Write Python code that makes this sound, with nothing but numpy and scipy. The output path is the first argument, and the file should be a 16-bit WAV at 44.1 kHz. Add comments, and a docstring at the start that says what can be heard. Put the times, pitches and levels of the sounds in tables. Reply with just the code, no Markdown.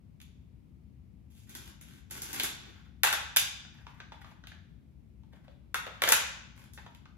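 """Handling an airsoft rifle in a kitchen

A man works a small part into the rifle with scrapes and ticks, snaps it shut with two hard clacks,
tilts it so that loose fittings knock, then taps a magazine against its well, slides it in and lets
the catch click. Impacts excite the rifle's resonances briefly; friction drives them continuously.
The live room reverberates, and a low rumble lies under everything."""
import sys
import numpy as np
from scipy import signal
from scipy.fft import rfft, irfft, next_fast_len
from scipy.io import wavfile
from scipy.ndimage import map_coordinates

SR = 44100
rng = np.random.default_rng(int(sys.argv[2]) if len(sys.argv) > 2 else 0)


def master_out(mix):
    """Clip the mix to full scale and print it as 16-bit PCM to the path in sys.argv[1]."""
    frames = np.transpose(np.atleast_2d(mix))
    ceiling = np.clip(frames, -1, 1)
    pcm = np.round(ceiling * 32767).astype(np.int16)
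    wavfile.write(sys.argv[1], SR, pcm)


N = 316197

# Hard blows. Each row: start in seconds, place, strength in dB, hardness in dB, number of rebounds.
IMPACTS = [(0.202, "loose part", -61, -2, 0), (0.215, "loose part", -56.5, 3.5, 0),
           (1.494, "pin", -66.5, 4, 0), (1.551, "pin", -52.5, -1, 0), (1.812, "pin", -62, -0.5, 0),
           (2.109, "pin", -60, 8, 0), (2.219, "pin", -51.5, 4, 0), (2.33, "pin", -50, 2, 0),
           (2.398, "latch", -32, -3.5, 1), (2.4335, "pin", -41, 1, 0), (2.441, "receiver", -41.5, -2, 0),
           (3.0335, "receiver", -24, 1.5, 2), (3.071, "receiver", -32.5, -1, 0),
           (3.1267, "receiver", -31, 0.5, 1), (3.362, "receiver", -29, 4, 0), (3.369, "latch", -22, 2, 0),
           (3.397, "latch", -35, 2, 0), (4.471, "loose part", -51.5, -4, 0),
           (5.7435, "well rim", -37.5, -0.5, 0), (5.866, "magazine", -54.5, -11, 1),
           (6.0196, "magazine", -31.5, -1, 0), (6.037, "magazine", -30.5, -3, 0),
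           (6.076, "magazine", -33.5, -2.5, 1), (6.089, "magazine", -29, 6, 0),
           (6.098, "magazine", -38, 3.5, 1), (6.121, "magazine", -27, 9, 0),
           (6.1236, "receiver", -24.5, 3, 1), (6.735, "pin", -66, 3, 0), (6.948, "loose part", -60, -1, 0)]
# Contact points. Each row, by place: thud pitch in Hz; thud, clack, tick and metal ring in dB
# as offsets from the bite; reverberation in dB.
PLACES = {"loose part": (793, -27, -9.5, -4.5, -32, -1.5), "pin": (289.5, -6, -2.5, 8, -9, 3),
          "receiver": (838, -15.5, 1, -1.5, -12.5, -0.5), "latch": (690.5, -28, -13.5, -0.5, -12, -2),
          "well rim": (1328.5, 7.5, 1, 1, -3, 0), "magazine": (579, -3, 3, -0.5, -11, -3)}
# Change of thud, clack, bite and tick in dB for each dB of hardness.
HARDNESS_SLOPES = (-1.2, -0.62, -0.45, 1)
# Loss of thud, clack, bite and tick in dB at each rebound.
REBOUND_LOSS_DB = (1.5, 2.3, 7.5, 6)
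# Hollow modes of the receiver. Each row: frequency in Hz, bandwidth in Hz, gain in dB.
SHELL_MODES = [(838, 150, -1), (1158, 100, -1), (1298, 100, -0.5), (1524, 230, 3), (2078, 850, -4.5)]
# Modes of small stiff parts. Each row: frequency in Hz, bandwidth in Hz, gain in dB.
FITTING_MODES = [(2500, 690, 2.5), (3053, 190, 5.5), (3436, 360, 4), (5030, 260, -11)]
# Low modes of the whole rifle. Each row: frequency in Hz, bandwidth in Hz, gain in dB.
STOCK_MODES = [(290, 180, 1), (666, 320, 4.5)]
# Ringing metal parts. Each row: frequency in Hz, relative level in dB, 60 dB decay time in seconds.
METAL_MODES = [(1118, -8, 0.12), (1460, -9.5, 0.35), (1580, -5.5, 0.22), (1620, -1, 0.27),
               (1575, -6.5, 0.28), (1920, -12.5, 0.12), (2429, -4.5, 0.41), (2470, -2.5, 0.23),
               (2660, -12.5, 0.25), (3590, -4.5, 0.75), (3760, -1, 0.45), (3880, -7.5, .3),
               (3823, -2.5, .35)]
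# Spectrum of the bright tick. Each row: frequency in Hz, relative level in dB.
TICK_SPECTRUM = [(1500, -40), (3500, -17), (5000, -7), (6500, -3), (8000, -3), (9700, 0), (11300, -1),
                 (13500, -6), (15500, -11), (17000, -24)]
# Soft knocks of sling fittings and magazine. Each row: start in seconds, strength in dB, pitch in Hz.
KNOCKS = [(3.649, -43.5, 1440), (3.786, -50, 1643), (3.867, -35, 980), (4.002, -34, 1520),
          (4.12, -34.5, 918), (4.245, -40.5, 1160), (4.315, -47.5, 875), (4.438, -42.5, 1450),
          (4.518, -40.5, 1750), (5.234, -56.5, 900), (5.333, -47, 582), (5.48, -43, 576),
          (6.776, -38, 1670), (6.784, -41.5, 910), (6.863, -38, 930), (7.055, -44.5, 1240)]
# Part sliding on part. Each row: start and end in seconds, place, strength in dB, hardness in dB.
SLIDES = [(1.297, 1.436, "loose part", -68, 6), (1.466, 1.702, "pin", -63, -4),
          (1.80, 1.99, "pin", -68, -5), (2.099, 2.178, "pin", -52, -3), (2.214, 2.315, "pin", -52, -2.5),
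          (2.33, 2.45, "pin", -47, -4), (2.58, 2.70, "pin", -68.5, -13),
          (2.726, 2.875, "receiver", -74, -8.5), (5.866, 6.02, "receiver", -73.5, -13),
          (6.029, 6.13, "magazine", -41, 0.5), (6.555, 6.67, "magazine", -66.5, 2)]
# Hands and sleeve on the rifle. Each row: start and end in seconds, strength in dB.
RUBS = [(3.721, 4.004, -69.5), (4.118, 4.327, -65), (4.54, 4.577, -76.5), (5.317, 5.388, -71.5),
        (5.43, 5.521, -73.5), (6.788, 6.91, -68.5)]
# Reverberation time of the kitchen. Each row: frequency in Hz, 60 dB decay time in seconds.
KITCHEN_T60 = [(200, 0.22), (700, 0.73), (1500, 0.73), (3300, 0.72), (6000, 0.66), (9000, 0.39),
               (15000, 0.23)]
# Likeness of left and right reverberation. Each row: frequency in Hz, correlation (clipped to +-1).
REVERB_CORRELATION = [(100, .8), (300, 0.04), (650, 0.25), (1400, -0.0079), (4000, .1), (7400, -0.027),
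                      (8700, -1.7), (9900, -1.7), (11000, 0.58), (13000, -0.5)]
# Phase of the direct sound. Each row: frequency in Hz, lag of left behind right in radians.
LEFT_LAG = [(50, 1.5), (860, 1), (1900, 0.7), (2500, 2), (4500, 2.5), (7000, 1.76), (8600, 4), (9700, 3.5),
            (11200, 2.5), (12500, 1.73), (16000, -3)]
# Room rumble and hiss. Each row: frequency in Hz, relative spectral density in dB.
RUMBLE_SPECTRUM = [(20, -36.5), (40, -16.5), (62, 1.5), (85, -4), (125, -5), (220, -9), (320, -19.5),
                   (480, -31), (900, -37), (1600, -45), (2300, -41.5), (3200, -47), (8000, -55.5),
                   (13500, -54), (15500, -60.5)]
# Likeness of left and right rumble. Each row: frequency in Hz, correlation.
RUMBLE_CORRELATION = [(60, 0.87), (250, 0.36), (700, 0), (3000, 0.12), (13000, 0)]
# Stereo balance. Each row: frequency in Hz, left minus right level in dB.
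BALANCE = [(60, 8.5), (250, 6), (500, 4), (1000, 0.4), (2000, 2.5), (4000, 0.5)]


def impacts(thud_db=24, clack_db=25, bite_db=26, tick_db=27, stock_db=-17, rebound_s=0.0075):
    """Impact excitation: each blow sets the rifle vibrating, and each rebound has less energy."""
    out, t = np.zeros((2, N)), np.arange(SR // 4) / SR
    decays_s = (0.024, 0.025, 0.013, 0.02)  # thud, clack, bite, tick
    for start, place, db, hardness, rebounds in IMPACTS:
        thud_hz, *_, ring_db, room_db = PLACES[place]
        first_db = contact_levels(place, db, hardness) + [thud_db, clack_db, bite_db, tick_db]
        for k in range(rebounds + 1):
            gains = amp(first_db - k * np.array(REBOUND_LOSS_DB))
            _, clack_gain, bite_gain, _ = gains
            parts = zip(gains, decays_s, body_responses(thud_hz))
            blow = sum(gain * struck(t, t60, response) for gain, t60, response in parts)
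            ring = amp(ring_db) * bite_gain * metal_ring(t)
            bump = amp(stock_db) * clack_gain * stock_bump(t)
            add(out, start + k * rebound_s, in_kitchen(blow + ring + bump, room_db))
    return out


def contact_levels(place, db, hardness):
    """Harder contact favours high frequencies. Gives thud, clack, bite and tick in dB."""
    _, thud, clack, tick, _, _ = PLACES[place]
    return db + np.array([thud, clack, 0, tick]) + hardness * np.array(HARDNESS_SLOPES)


def struck(t, t60, response, attack_s=0.00012, flatness=0.72):
    """Source and filter: the brief broadband chatter of two meeting faces drives a resonant body."""
    chatter = rng.standard_normal(len(t)) * (1 - np.exp(-t / attack_s)) * amp(-60 * t / t60)
    spectrum = rfft(chatter, 2 * len(t))
    # Partial whitening lets the body set the colour.
    force = irfft(spectrum / (abs(spectrum) + 1e-9) ** flatness)[:len(t)]
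    return unit_energy(filtered(force, response))


def body_responses(thud_hz):
    """Four parallel filters: hollow thud, clack of the shell, bite of small parts, bright tick."""
    thud = lambda hz: resonances([(thud_hz, 0.65 * thud_hz, 0)])(hz) ** 2
    return thud, shell, fittings, minimum_phase(TICK_SPECTRUM)


def shell(hz, cut_hz=650):
    """The hollow receiver radiates little below its first resonances."""
    return resonances(SHELL_MODES)(hz) * (1j * hz / (cut_hz + 1j * hz)) ** 2


def fittings(hz, cut_hz=1500):
    """Parts much smaller than the wavelength radiate poorly, so they give no bass."""
    return resonances(FITTING_MODES)(hz) * (1j * hz / (cut_hz + 1j * hz)) ** 2


def metal_ring(t, scatter_db=3):
    """Free vibration: metal modes decay exponentially from new random strengths at every blow."""
    hz, db, t60 = np.transpose(METAL_MODES)[:, :, None]
    envelopes = amp(db + scatter_db * rng.standard_normal(hz.shape) - 60 * t / t60)
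    partials = np.sin(2 * np.pi * (hz * t + rng.random(hz.shape)))
    return unit_energy(np.sum(envelopes * partials, 0))


def stock_bump(t, t60=0.014, cut_hz=900):
    """Heavy damping: the stock's broad low modes give a dull bump with no ring."""
    return struck(t, t60, lambda hz: resonances(STOCK_MODES)(hz) / (1 + 1j * hz / cut_hz))


def knocks(body_db=13, clack_db=-7, stock_db=-11, bite_db=8, tick_db=-1):
    """Soft impact: loose fittings excite a damped hollow note, the shell and a light rattle."""
    out, t = np.zeros((2, N)), np.arange(SR // 3) / SR
    for start, db, hz in KNOCKS:
        note = struck(t, 0.025, resonances([(hz, 0.13 * hz, 0)]))
        hardness = min(hz / 1300, 1)  # low knocks are padded
        clack = hardness * amp(clack_db) * struck(t, 0.082, shell)
        bite = hardness ** 0.5 * amp(bite_db) * struck(t, 0.025, fittings)
        tick = hardness ** 2 * amp(tick_db) * struck(t, 0.018, resonances([(6000, 1000, 0)]))
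        body = amp(body_db) * (note + clack + amp(stock_db) * stock_bump(t))
        knock = amp(db) * (body + bite + tick)
        softened = filtered(knock, lambda f: 1 / (1 + (f / 8000) ** 6))  # soft faces give no top
        add(out, start, in_kitchen(softened, room_db=-2))
    return out


def friction(strokes, slips_per_s, level_db, room_db, uneven_db=7, fade_s=0.0086):
    """Stick-slip friction: tiny slips of uneven size drive the same resonances as the blows."""
    out = np.zeros((2, N))
    for start, end, thud_hz, levels_db in strokes:
        length = max(end - start, fade_s)
        t = np.arange(int((length + fade_s) * SR) + 512) / SR
        slip_sizes = rng.standard_normal(int(t[-1] * slips_per_s) + 4)
        grip = amp(uneven_db * map_coordinates(slip_sizes, [t * slips_per_s]))
        pressure = np.clip(t / fade_s, 0, 1) * np.clip((length - t) / fade_s + 1, 0, 1)
        scrape = sum(amp(db) * unit_rms(filtered(grip * rng.standard_normal(len(t)), response))
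                     for db, response in zip(levels_db, body_responses(thud_hz)))
        add(out, start, in_kitchen(amp(level_db) * pressure * scrape, room_db))
    return out


def sliding_parts():
    """Friction of part on part: rapid slips make a fine scrape."""
    strokes = [(start, end, PLACES[place][0], contact_levels(place, db, hardness))
               for start, end, place, db, hardness in SLIDES]
    return friction(strokes, slips_per_s=350, level_db=-4.5, room_db=2)


def rubbing_hands(thud_hz=860):
    """Friction of skin and cloth: slower slips make a soft rustle."""
    balance_db = np.array([-0.5, 5, -5, -6.5])  # thud, clack, bite, tick
    strokes = [(start, end, thud_hz, db + balance_db) for start, end, db in RUBS]
    return friction(strokes, slips_per_s=71, level_db=-5, room_db=-3)


def in_kitchen(x, room_db, build_s=0.003, early_boost=0.7, early_s=0.048):
    """Reverberation: direct sound, strong early reflections, then a decaying diffuse field."""
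    noise = rng.standard_normal((2, int(0.8 * SR)))
    hz, frame_s, spectra = signal.stft(noise, SR, nperseg=256)
    decay = amp(-60 * frame_s / along(KITCHEN_T60, hz)[:, None])
    tail = signal.istft(spectra * decay, SR, nperseg=256)[1]
    t = np.arange(tail.shape[1]) / SR
    onset = (1 - np.exp(-(t / build_s) ** 2)) * (1 + early_boost * np.exp(-t / early_s))
    tail = np.sqrt(2) * unit_energy(correlated(tail * onset, REVERB_CORRELATION))
    out = amp(room_db) * signal.fftconvolve(x[None], tail, axes=1)
    direct = filtered(x, lambda f: np.exp(0.5j * along(LEFT_LAG, f) * np.array([[-1], [1]])))
    add(out, 0, direct)
    return out


def room_rumble(level_db=-55):
    """Stationary noise: a low rumble with a trace of hiss."""
    air = correlated(rng.standard_normal((2, N)), RUMBLE_CORRELATION)
    return amp(level_db) * unit_rms(filtered(air, lambda hz: amp(along(RUMBLE_SPECTRUM, hz))))


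def resonances(modes):
    """Modal superposition: the response of damped resonators summed with alternating signs."""
    return lambda hz: sum((-1) ** k * amp(db) * 1j * hz * width / (f0 ** 2 - hz ** 2 + 1j * hz * width)
                          for k, (f0, width, db) in enumerate(modes))


def minimum_phase(points):
    """Folding the cepstrum onto positive time gives a causal response with the given spectrum."""
    def response(hz):
        cepstrum = irfft(np.log(amp(along(points, hz))))
        half = len(cepstrum) // 2
        cepstrum[1:half] *= 2
        cepstrum[half + 1:] = 0
        return np.exp(rfft(cepstrum))
    return response


def correlated(pair, correlation):
    """Mid-side mixing turns two independent signals into left and right of a given correlation."""
    def weights(hz):
        angle = np.arccos(np.clip(along(correlation, hz), -1, 1)) / 2
        return np.array([np.cos(angle), np.sin(angle)])
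    mid, side = filtered(pair, weights)
    return np.array([mid + side, mid - side])


def filtered(x, response):
    """Linear filtering: the spectrum of x is multiplied by a frequency response."""
    n = x.shape[-1]
    padded = 2 * next_fast_len(n // 2 + 2048)
    return irfft(rfft(x, padded) * response(np.fft.rfftfreq(padded, 1 / SR)), padded)[..., :n]


def along(points, hz):
    """Interpolation of (Hz, value) points on a logarithmic frequency axis."""
    point_hz, values = np.transpose(points)
    return np.interp(np.log(hz + 1), np.log(point_hz + 1), values)


def add(track, start_s, x):
    """Superposition of x on the track from a given time."""
    part = track[..., max(round(start_s * SR), 0):][..., :x.shape[-1]]
    part += x[..., :part.shape[-1]]


def amp(db):
    return 10 ** (np.asarray(db) / 20)


def unit_rms(x):
    return x / np.sqrt(np.mean(x ** 2) + 1e-20)


def unit_energy(x):
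    return x / np.sqrt(np.sum(x ** 2) + 1e-20)


def scene():
    """Superposition: the pressures of the handling sounds and the room's rumble add."""
    return impacts() + knocks() + sliding_parts() + rubbing_hands() + room_rumble()


def record(dry, top_hz=15950):
    """A level difference favours the left, most in the bass; a steep low-pass limits the band."""
    leaning = filtered(dry, lambda hz: amp(along(BALANCE, hz) * np.array([[0.5], [-0.5]])))
    return filtered(leaning, lambda hz: 1 / np.sqrt(1 + (hz / top_hz) ** 200))


dry = scene()
out = record(dry)
master_out(out)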